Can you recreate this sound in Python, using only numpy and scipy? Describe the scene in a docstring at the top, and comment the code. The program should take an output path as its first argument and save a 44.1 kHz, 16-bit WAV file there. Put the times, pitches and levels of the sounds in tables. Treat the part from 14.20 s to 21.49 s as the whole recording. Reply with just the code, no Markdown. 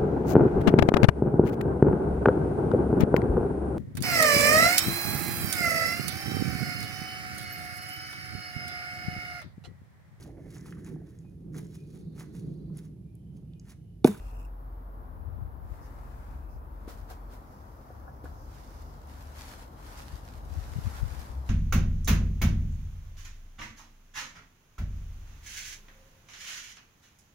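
"""Far engines drone in traffic while, close to the microphone, a dipstick scrapes in its tube.
Outdoors, over an open engine bay, the steel rod is drawn out and wiped with a paper towel.
Rod and hand knock, paper fibres slip and hiss, the squeezed wad swishes and creases snap.
A sleeve slides by on the right; puffs of wind buffet the left port of the hand-held stereo microphone."""
import sys
import numpy as np
from scipy import signal
from scipy.fft import rfft, irfft, next_fast_len
from scipy.io import wavfile
from scipy.ndimage import map_coordinates

SR = 44100
rng = np.random.default_rng(int(sys.argv[2]) if len(sys.argv) > 2 else 0)


def int16_out(signal):
    """Quantize to a 16-bit WAV file."""
    q = np.round(np.clip(np.atleast_2d(signal).T, -1, 1) * 32767)
    wavfile.write(sys.argv[1], SR, q.astype(np.int16))


N = 321489
TIME = np.arange(N) / SR

# a far engine at idle: t/s, level/dB
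IDLING_ENGINE = [(0, -38), (.7, -41), (1.45, -52), (1.75, -45), (3.1, -46.5), (3.4, -65), (4.6, -48),
                 (5.25, -61), (6.3, -47), (6.65, -48), (7.29, -60)]
# a far vehicle gathering speed, then easing off: t/s, firing f/Hz, level/dB
MOVING_ENGINE = [(0, 59.67, -49), (1.3, 63.05, -61), (1.8, 65.55, -42.5), (2.65, 68.32, -47),
                 (3.4, 69.93, -68.5), (3.9, 70.83, -44.5), (4.85, 71.25, -49), (5.4, 72.23, -53),
                 (6.2, 69.57, -44.5), (6.75, 67.84, -54), (6.98, 66.16, -39.5), (7.29, 66.8, -38.5)]
# spectrum of the far traffic: f/Hz, relative level/dB
TRAFFIC_SPECTRUM = [(45, 2.5), (100, -2), (165, -11.5), (260, -10.5), (380, -16.5), (600, -15.5),
                    (900, -14.5), (1300, -19.5), (1650, -28), (2100, -38.5), (3000, -54.5), (8000, -61)]
# how alike the two ports hear the traffic: f/Hz, coherence
TRAFFIC_COHERENCE = [(60, 0.98), (290, 0.83), (640, 0.13), (1300, -0.56), (2500, 0.46)]
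# the rod pushed home, then drawn out: start t/s, length/s, level/dB
ROD_SCRAPES = [(-0.04, 0.21, -66), (0.13, 0.08, -62), (0.218, 0.035, -63.5), (1.7, 0.72, -79.5)]
# resonances of the dipstick tube: f/Hz, relative level/dB
TUBE_SPECTRUM = [(2250, -27), (2560, -3.5), (2800, -0.5), (3080, -24), (4200, -37), (4900, -26),
                 (5300, -13.5), (5800, -23), (6500, -20), (7700, -17), (13000, -22.5)]
# strokes of the towel: start t/s, length/s, level/dB, hollow wad over fibre hiss/dB
TOWEL_WIPES = [(-0.05, 0.16, -69, -5), (1.398, 0.75, -72.5, 10), (2.418, 1.36, -75, 7),
               (4.236, 0.38, -68, 3), (4.29, 0.12, -66, -12), (4.84, 0.32, -63.5, 1.5),
               (4.985, 0.031, -65, -10), (5.134, 0.21, -53.5, -3.5), (5.265, 0.045, -56.5, -6),
               (5.362, 0.067, -57, -2.5), (5.56, 0.081, -64.5, 5), (5.621, 0.2, -56.5, -1.5),
               (5.766, 0.023, -52, -14), (5.82, 0.17, -60, -2), (6.004, 0.18, -63.5, -4),
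               (6.212, 0.86, -59, -1.5), (6.625, 0.091, -58.5, 4), (6.716, 0.083, -56, 5),
               (6.825, 0.2, -61, 2.5), (7.238, 0.064, -62.5, -12.5)]
# where the towel is in front of the microphone: t/s, left minus right/dB
TOWEL_PAN = [(0, 3), (2.1, 3), (3.4, 0), (4.7, -3), (5.1, 1.5), (5.7, -0.5)]
# hiss of the paper fibres: f/Hz, relative level/dB
FIBRE_SPECTRUM = [(700, -7.5), (1500, 4.5), (2300, 0.5), (3600, -1), (5300, -1), (7000, -3.5), (8500, -7),
                  (12000, -5.5), (15500, -13.5)]
# swish of the hollow wad: f/Hz, relative level/dB
WAD_SPECTRUM = [(250, -13), (500, -6.5), (850, 0.5), (1400, -1.5), (2150, -9), (3200, -25.5), (6000, -24.5)]
# gusts of the breeze: peak t/s, level/dB, half length/s
WIND_GUSTS = [(1.2, -38.5, 0.25), (2.15, -48, 0.53), (4.3, -53.5, 0.57), (6.607, -40.5, 0.3)]
# puffs on the microphone: peak t/s, level/dB, half length/s
WIND_PUFFS = [(1.079, -29, 0.013), (1.142, -39, 0.01), (1.187, -31, 0.012), (1.225, -29, 0.01),
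              (1.254, -31.5, 0.0093), (1.526, -30, 0.0092), (2.364, -34, 0.015), (2.831, -38.5, 0.011),
              (5.944, -32.5, 0.0093), (6.326, -31, 0.012), (6.381, -24, 0.0087), (6.524, -34.5, 0.012),
              (6.565, -24, 0.0061), (6.588, -21, 0.0034), (6.655, -26, 0.006), (6.674, -18.5, 0.0054),
              (6.834, -19.5, 0.01), (6.864, -28.5, 0.015), (6.938, -30, 0.013), (6.992, -32, 0.017),
              (7.106, -31, 0.0058)]
# the overall's sleeve beside the microphone: start t/s, length/s, level/dB
SLEEVE_STROKES = [(1.605, 0.06, -67), (2.28, 0.085, -76), (3.2, 0.75, -73.5), (4.03, 0.69, -72)]
# hiss of the sleeve's cloth: f/Hz, relative level/dB
CLOTH_SPECTRUM = [(3500, -17), (5000, 6), (6400, 4), (8000, -7), (12000, -2)]
# taps of rod and hand: t/s, peak before muffling/dB, favoured f/Hz, amount of rattle
ROD_KNOCKS = [(2.677, -32.5, 340, 0.17), (2.908, -36.5, 940, .7), (3.703, -37.5, 700, .15),
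              (3.878, -39, 1130, .7), (4.041, -35, 390, 0.22), (4.055, -35.5, 1220, 0.59)]
# modes that the taps ring: f/Hz, relative level/dB, t60/s
HOLLOW_MODES = [(320, 9, 0.015), (530, -3, 0.045), (730, -5, 0.064), (1095, -9.5, 0.024),
                (1465, -9.5, 0.037), (1695, -16, 0.087)]
# flicks of the hanging paper: peak t/s, level/dB, rise/s, decay/s
PAPER_BRUSHES = [(2.693, -54.5, 0.014, 0.049), (2.783, -70, 0.0086, 0.066), (2.911, -54.5, 0.017, 0.028),
                 (3.14, -61.5, 0.036, 0.04), (4.049, -63.5, 0.012, 0.069)]
# rustle of the paper's loose end: f/Hz, relative level/dB
LOOSE_END_SPECTRUM = [(200, -37), (450, 9.5), (700, 9), (1400, 4.5), (2500, -5.5), (5000, -7.5),
                      (8500, -12.5), (13000, -8), (16000, -31)]
# crackles of the loose end: f/Hz, relative level/dB
CRACKLE_SPECTRUM = [(1500, -14), (5000, 6), (12000, -7), (16000, 6.5)]
# creases that snap: t/s, peak level/dB, tilt/(dB per octave)
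CREASE_SNAPS = [(4.046, -40.5, 5), (4.6217, -38, 6), (4.873, -42, 8), (4.9374, -42, 3), (5.0252, -38, 7),
                (5.195, -40, -1), (5.2104, -31, 0), (5.219, -32.5, -2), (5.237, -35, -4),
                (5.337, -33.5, -7), (5.756, -36, -3), (5.797, -35, -4), (5.8032, -35, -8),
                (5.8822, -32.5, -1), (5.956, -38, 0), (5.966, -40, -1), (6.0782, -35, -3),
                (6.0877, -36.5, -4), (6.138, -38.5, -3), (6.154, -42, -2), (6.2522, -44, 6),
                (6.3393, -39, 3), (6.44, -37, -4), (6.493, -40, -1), (6.536, -35.5, -2),
                (6.6752, -34.5, -5), (6.997, -33.5, 3)]
# how the two microphone ports differ in colour: f/Hz, left minus right/dB
PORT_BALANCE = [(2400, 1), (4400, -4.5), (8100, 1.5), (13000, 3.5)]
# the microphone's own hiss: f/Hz, relative level/dB
HISS_SPECTRUM = [(3000, 0), (5000, -4), (8000, -13), (9700, -3), (11000, 3.5), (12500, 6), (14000, 4.5)]


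def undb(db):
    """Decibels to gain."""
    return 10 ** (np.asarray(db) / 20)


def unit(x):
    """Scale to rms 1."""
    return x / np.sqrt(np.mean(x ** 2))


def pan(balance_db):
    """Gains of the two ports for a left minus right level."""
    return undb(np.array([[0.5], [-0.5]]) * balance_db)


def curves(rows):
    """Each column of a table, joined by lines in time."""
    times, *columns = np.transpose(rows)
    return [np.interp(TIME, times, column) for column in columns]


def across(points, hz):
    """Read (f/Hz, value) points on a log-frequency axis."""
    f, value = np.transpose(points)
    return np.interp(np.log(hz + 1e-3), np.log(f), value)


def shape(x, response):
    """Filter by a gain that is a function of frequency."""
    size = next_fast_len(x.shape[-1], True)
    return irfft(rfft(x, size) * response(np.fft.rfftfreq(size, 1 / SR)), size)[..., :x.shape[-1]]


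def colour(x, points):
    """Give x a spectrum of (f/Hz, level/dB) points, at rms 1."""
    return unit(shape(x, lambda hz: undb(across(points, hz))))


def noise(samples=N):
    """Unrelated white noise at the two ports."""
    return rng.standard_normal((2, samples))


def walk(rate_hz):
    """A random drift with a spread near 1."""
    knots = rng.standard_normal(16384)
    return 1.2 * np.interp(TIME * rate_hz, np.arange(len(knots)), knots)


def add(out, s, sound):
    """Mix a short stereo sound in at time s."""
    start = int(s * SR)
    out[:, start:start + sound.shape[-1]] += sound[..., :N - start]


def grains(per_s, spread_db):
    """Tiny slips of uneven size; each reaches the two ports with its own strength."""
    size = undb(spread_db * np.minimum(rng.exponential(size=N), 3))
    return unit((rng.random(N) < per_s / SR) * size * noise())


def strokes(rows):
    """Joint gain of hand movements, added in power; a long one starts and stops more gently."""
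    power = np.zeros(N)
    for start, length, db in rows:
        attack_s, release_s = 0.02 + 0.15 * length, 0.014 + 0.1 * length
        attack = np.clip((TIME - start) / attack_s, 0, 1)
        release = np.exp(-np.maximum(TIME - start - length, 0) / release_s)
        power += (undb(db) * attack * release) ** 2
    return np.sqrt(power)


def engine(firing_hz, level_db, harmonics_db, waver_db):
    """From afar only the lowest firing harmonics arrive, wavering in the moving air."""
    phase = 2 * np.pi * np.cumsum(firing_hz * (1 + 0.01421 * walk(9))) / SR
    tone = sum(undb(db + waver_db * walk(11)) * np.sin(k * phase) for k, db in enumerate(harmonics_db, 1))
    return unit(tone) * undb(level_db)


def traffic(midband_db=-56.5, rise_db_per_s=0.28):
    """A wide far roar: alike at both ports in the bass, partly opposed where they are half a wave apart."""
    mid, side = noise()
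    mid = shape(mid, lambda hz: np.sqrt(1 + across(TRAFFIC_COHERENCE, hz)))
    side = shape(side, lambda hz: np.sqrt(1 - across(TRAFFIC_COHERENCE, hz)))
    roar = colour(np.array([mid + side, mid - side]), TRAFFIC_SPECTRUM)
    roar /= np.std(shape(roar, lambda hz: (hz > 250) & (hz < 900)))
    return roar * undb(midband_db + rise_db_per_s * TIME + walk(6) / 2) * pan(1)


def rod(pitch_bend=0.065):
    """Close up, the steel strip sticks and slips and rings its tube: a faint rasp, higher with speed."""
    speed = strokes(ROD_SCRAPES)
    ring = colour(grains(per_s=4000, spread_db=6.5), TUBE_SPECTRUM)
    read_at = np.cumsum(1 + pitch_bend * (speed / speed.max() - 1))
    rasp = np.array([map_coordinates(port, [read_at], order=3, mode="mirror") for port in ring])
    return rasp * speed * undb(walk(38.3))


def glove_bounce(x, delay_s=0.001106, drift=0.2, bounce_db=-9):
    """Sound also bounces off glove and folds; the path shifts with the hand, so the colour moves."""
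    late = np.zeros_like(x)
    for side, port in enumerate(x):
        delay = delay_s * (1 + drift * walk(5))
        late[side] = map_coordinates(port, [(TIME - delay) * SR], order=1, mode="mirror")
    return unit(x + undb(bounce_db) * late)


def catches(per_s=44, decay_s=0.0067):
    """The paper catches at random and lets go: each jerk starts at once and dies away."""
    jerks = (rng.random(N) < per_s / SR) * rng.uniform(0.3, 1, N)
    return signal.lfilter([1], [1, -np.exp(-1 / (decay_s * SR))], jerks)


def towel(gain_db=1.72, crackle_db=-10, catch_depth=0.49, fold_db=0.28):
    """Close up, fibres slip densely, creases crackle and the squeezed wad adds a hollow swish."""
    wrapped = (3.78, 5.3, -68.5)  # once round the rod it keeps brushing: start t/s, length/s, level/dB
    rub = strokes([(s, length, db) for s, length, db, _ in TOWEL_WIPES] + [wrapped])
    squeeze = strokes([(s, length, db + wad_db) for s, length, db, wad_db in TOWEL_WIPES])
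    slips = grains(per_s=15000, spread_db=-0.5) + undb(crackle_db) * grains(per_s=420, spread_db=4)
    fibres = glove_bounce(colour(slips, FIBRE_SPECTRUM)) * unit(1 + catch_depth * catches())
    # shifting folds shade the dull and the bright part of the hiss separately
    dull = shape(fibres, lambda hz: 1 / (1 + (hz / 6000) ** 4))
    fibres = dull * undb(-fold_db * walk(21)) + (fibres - dull) * undb(-fold_db * walk(13))
    wad = glove_bounce(colour(grains(per_s=6000, spread_db=0.5), WAD_SPECTRUM))
    balance_db, = curves(TOWEL_PAN)
    return (fibres * rub + wad * squeeze) * undb(gain_db) * pan(balance_db)


def eddies(x, corner_hz, low_hz=45):
    """Pressure at each port, at rms 1: a band of swirls that ends steeply above the corner."""
    def band(hz):
        return (hz / low_hz) ** 4 / (1 + (hz / low_hz) ** 4) / np.sqrt(1 + (hz / corner_hz) ** 7)
    return np.array([unit(shape(port, band)) for port in x])


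def wind(right_db=-15, flutter_db=0.5):
    """Short buffets on the microphone over the gusts of a light breeze; the right port is sheltered."""
    gusts = sum(undb(db) * np.exp(-((TIME - s) / half_s) ** 2 / 2) for s, db, half_s in WIND_GUSTS)
    out = eddies(noise(), corner_hz=72) * gusts * undb(-flutter_db * walk(16))
    t = TIME[:8192] - TIME[4096]
    for s, db, half_s in WIND_PUFFS:
        window = np.exp(-(t / half_s) ** 2 / 2)
        corner_hz = 102.3 * (0.0047 / half_s) ** 0.46  # a short puff is a small eddy and reaches higher
        puff = eddies(noise(len(t)) * window, corner_hz)
        add(out, s + t[0], undb(db) * puff * np.sqrt(np.mean(window ** 2)))
    return out * undb([[0], [right_db]])


def sleeve(waver_db=2.0):
    """Woven cloth slides with a smooth narrow hiss, just right of the microphone."""
    return colour(noise(), CLOTH_SPECTRUM) * strokes(SLEEVE_STROKES) * undb(waver_db * walk(9)) * pan(-6)


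def knocks(rattle_s=0.016, muffle_hz=1950):
    """Rod and hand knock hollowly; each contact drives the modes near its pitch, then rattles briefly."""
    out, t = np.zeros((2, N)), TIME[:6000]
    for s, db, contact_hz, rattle in ROD_KNOCKS:
        ring = np.zeros(len(t))
        for k, (hz, mode_db, t60) in enumerate(HOLLOW_MODES):
            drive = (-1) ** k / (1 + 2 * np.log2(hz / contact_hz) ** 2)
            ring += drive * undb(mode_db - 60 * t / t60) * np.sin(2 * np.pi * hz * t)
        touches = rattle * noise(len(t)) * np.exp(-t / rattle_s) / 10
        touches[:, 0] = 1  # the first, firm touch
        hit = signal.fftconvolve(touches, ring[None], axes=1)
        add(out, s, undb(db) * hit / np.abs(hit).max())
    return shape(out, lambda hz: 1 / np.sqrt(1 + (hz / muffle_hz) ** 20))  # glove and paper muffle it


def brushes(gain_db=7.0, crackle_db=-8):
    """The hanging paper flicks past: a quick swell of slips and crisp crackles that dies away."""
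    swell = np.zeros(N)
    for s, db, rise_s, decay_s in PAPER_BRUSHES:
        t = TIME - s
        swell += undb(db) * np.exp(-np.where(t < 0, (t / rise_s) ** 2, t / decay_s))
    slips = colour(grains(per_s=14000, spread_db=-4.5), LOOSE_END_SPECTRUM)
    crackles = colour(grains(per_s=900, spread_db=0.5), CRACKLE_SPECTRUM)
    return (slips + undb(crackle_db) * crackles) * swell * undb(gain_db)


def snaps(buckle_s=0.00023, flutter_s=0.004, flutter_db=-17):
    """A crease buckles near the microphone and the sheet flutters briefly; tight creases are brighter."""
    out, t = np.zeros((2, N)), TIME[:1024]
    fade = np.exp(-t / buckle_s) + undb(flutter_db) * np.exp(-t / flutter_s)
    for s, db, tilt_db in CREASE_SNAPS:
        spectrum = [(hz, fibre_db + tilt_db * np.log2(hz / 1000)) for hz, fibre_db in FIBRE_SPECTRUM]
        burst = np.roll(noise(len(t)) * fade, 16, axis=1)  # room for the filter to ring ahead
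        click = colour(burst, spectrum)
        add(out, s, undb(db) * click / np.abs(click).max())
    return out


def scene():
    """Engines and traffic far off, rod and paper close in front, wind on the microphone."""
    idling = engine(45, *curves(IDLING_ENGINE), harmonics_db=(0, -21, -33.5), waver_db=0.3)
    moving = engine(*curves(MOVING_ENGINE), harmonics_db=(0, -16, -28.5), waver_db=3.5) * pan(2)
    close = towel() + brushes() + snaps() + sleeve() + knocks() + rod()
    return idling + moving + close + wind() + traffic()


def record(dry, hiss_db=-69.5, low_cut_hz=37, top_hz=15700):
    """Each side of the microphone adds its own colour and hiss; the deepest bass and the top are cut."""
    heard = shape(dry, lambda hz: pan(across(PORT_BALANCE, hz)))
    heard += undb(hiss_db) * colour(noise(), HISS_SPECTRUM)
    heard = shape(heard, lambda hz: (hz / low_cut_hz) ** 7 / np.sqrt(1 + (hz / low_cut_hz) ** 14))
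    return signal.sosfilt(signal.ellip(10, 0.2, 80, top_hz, fs=SR, output="sos"), heard)


dry = scene()
out = record(dry)
int16_out(out)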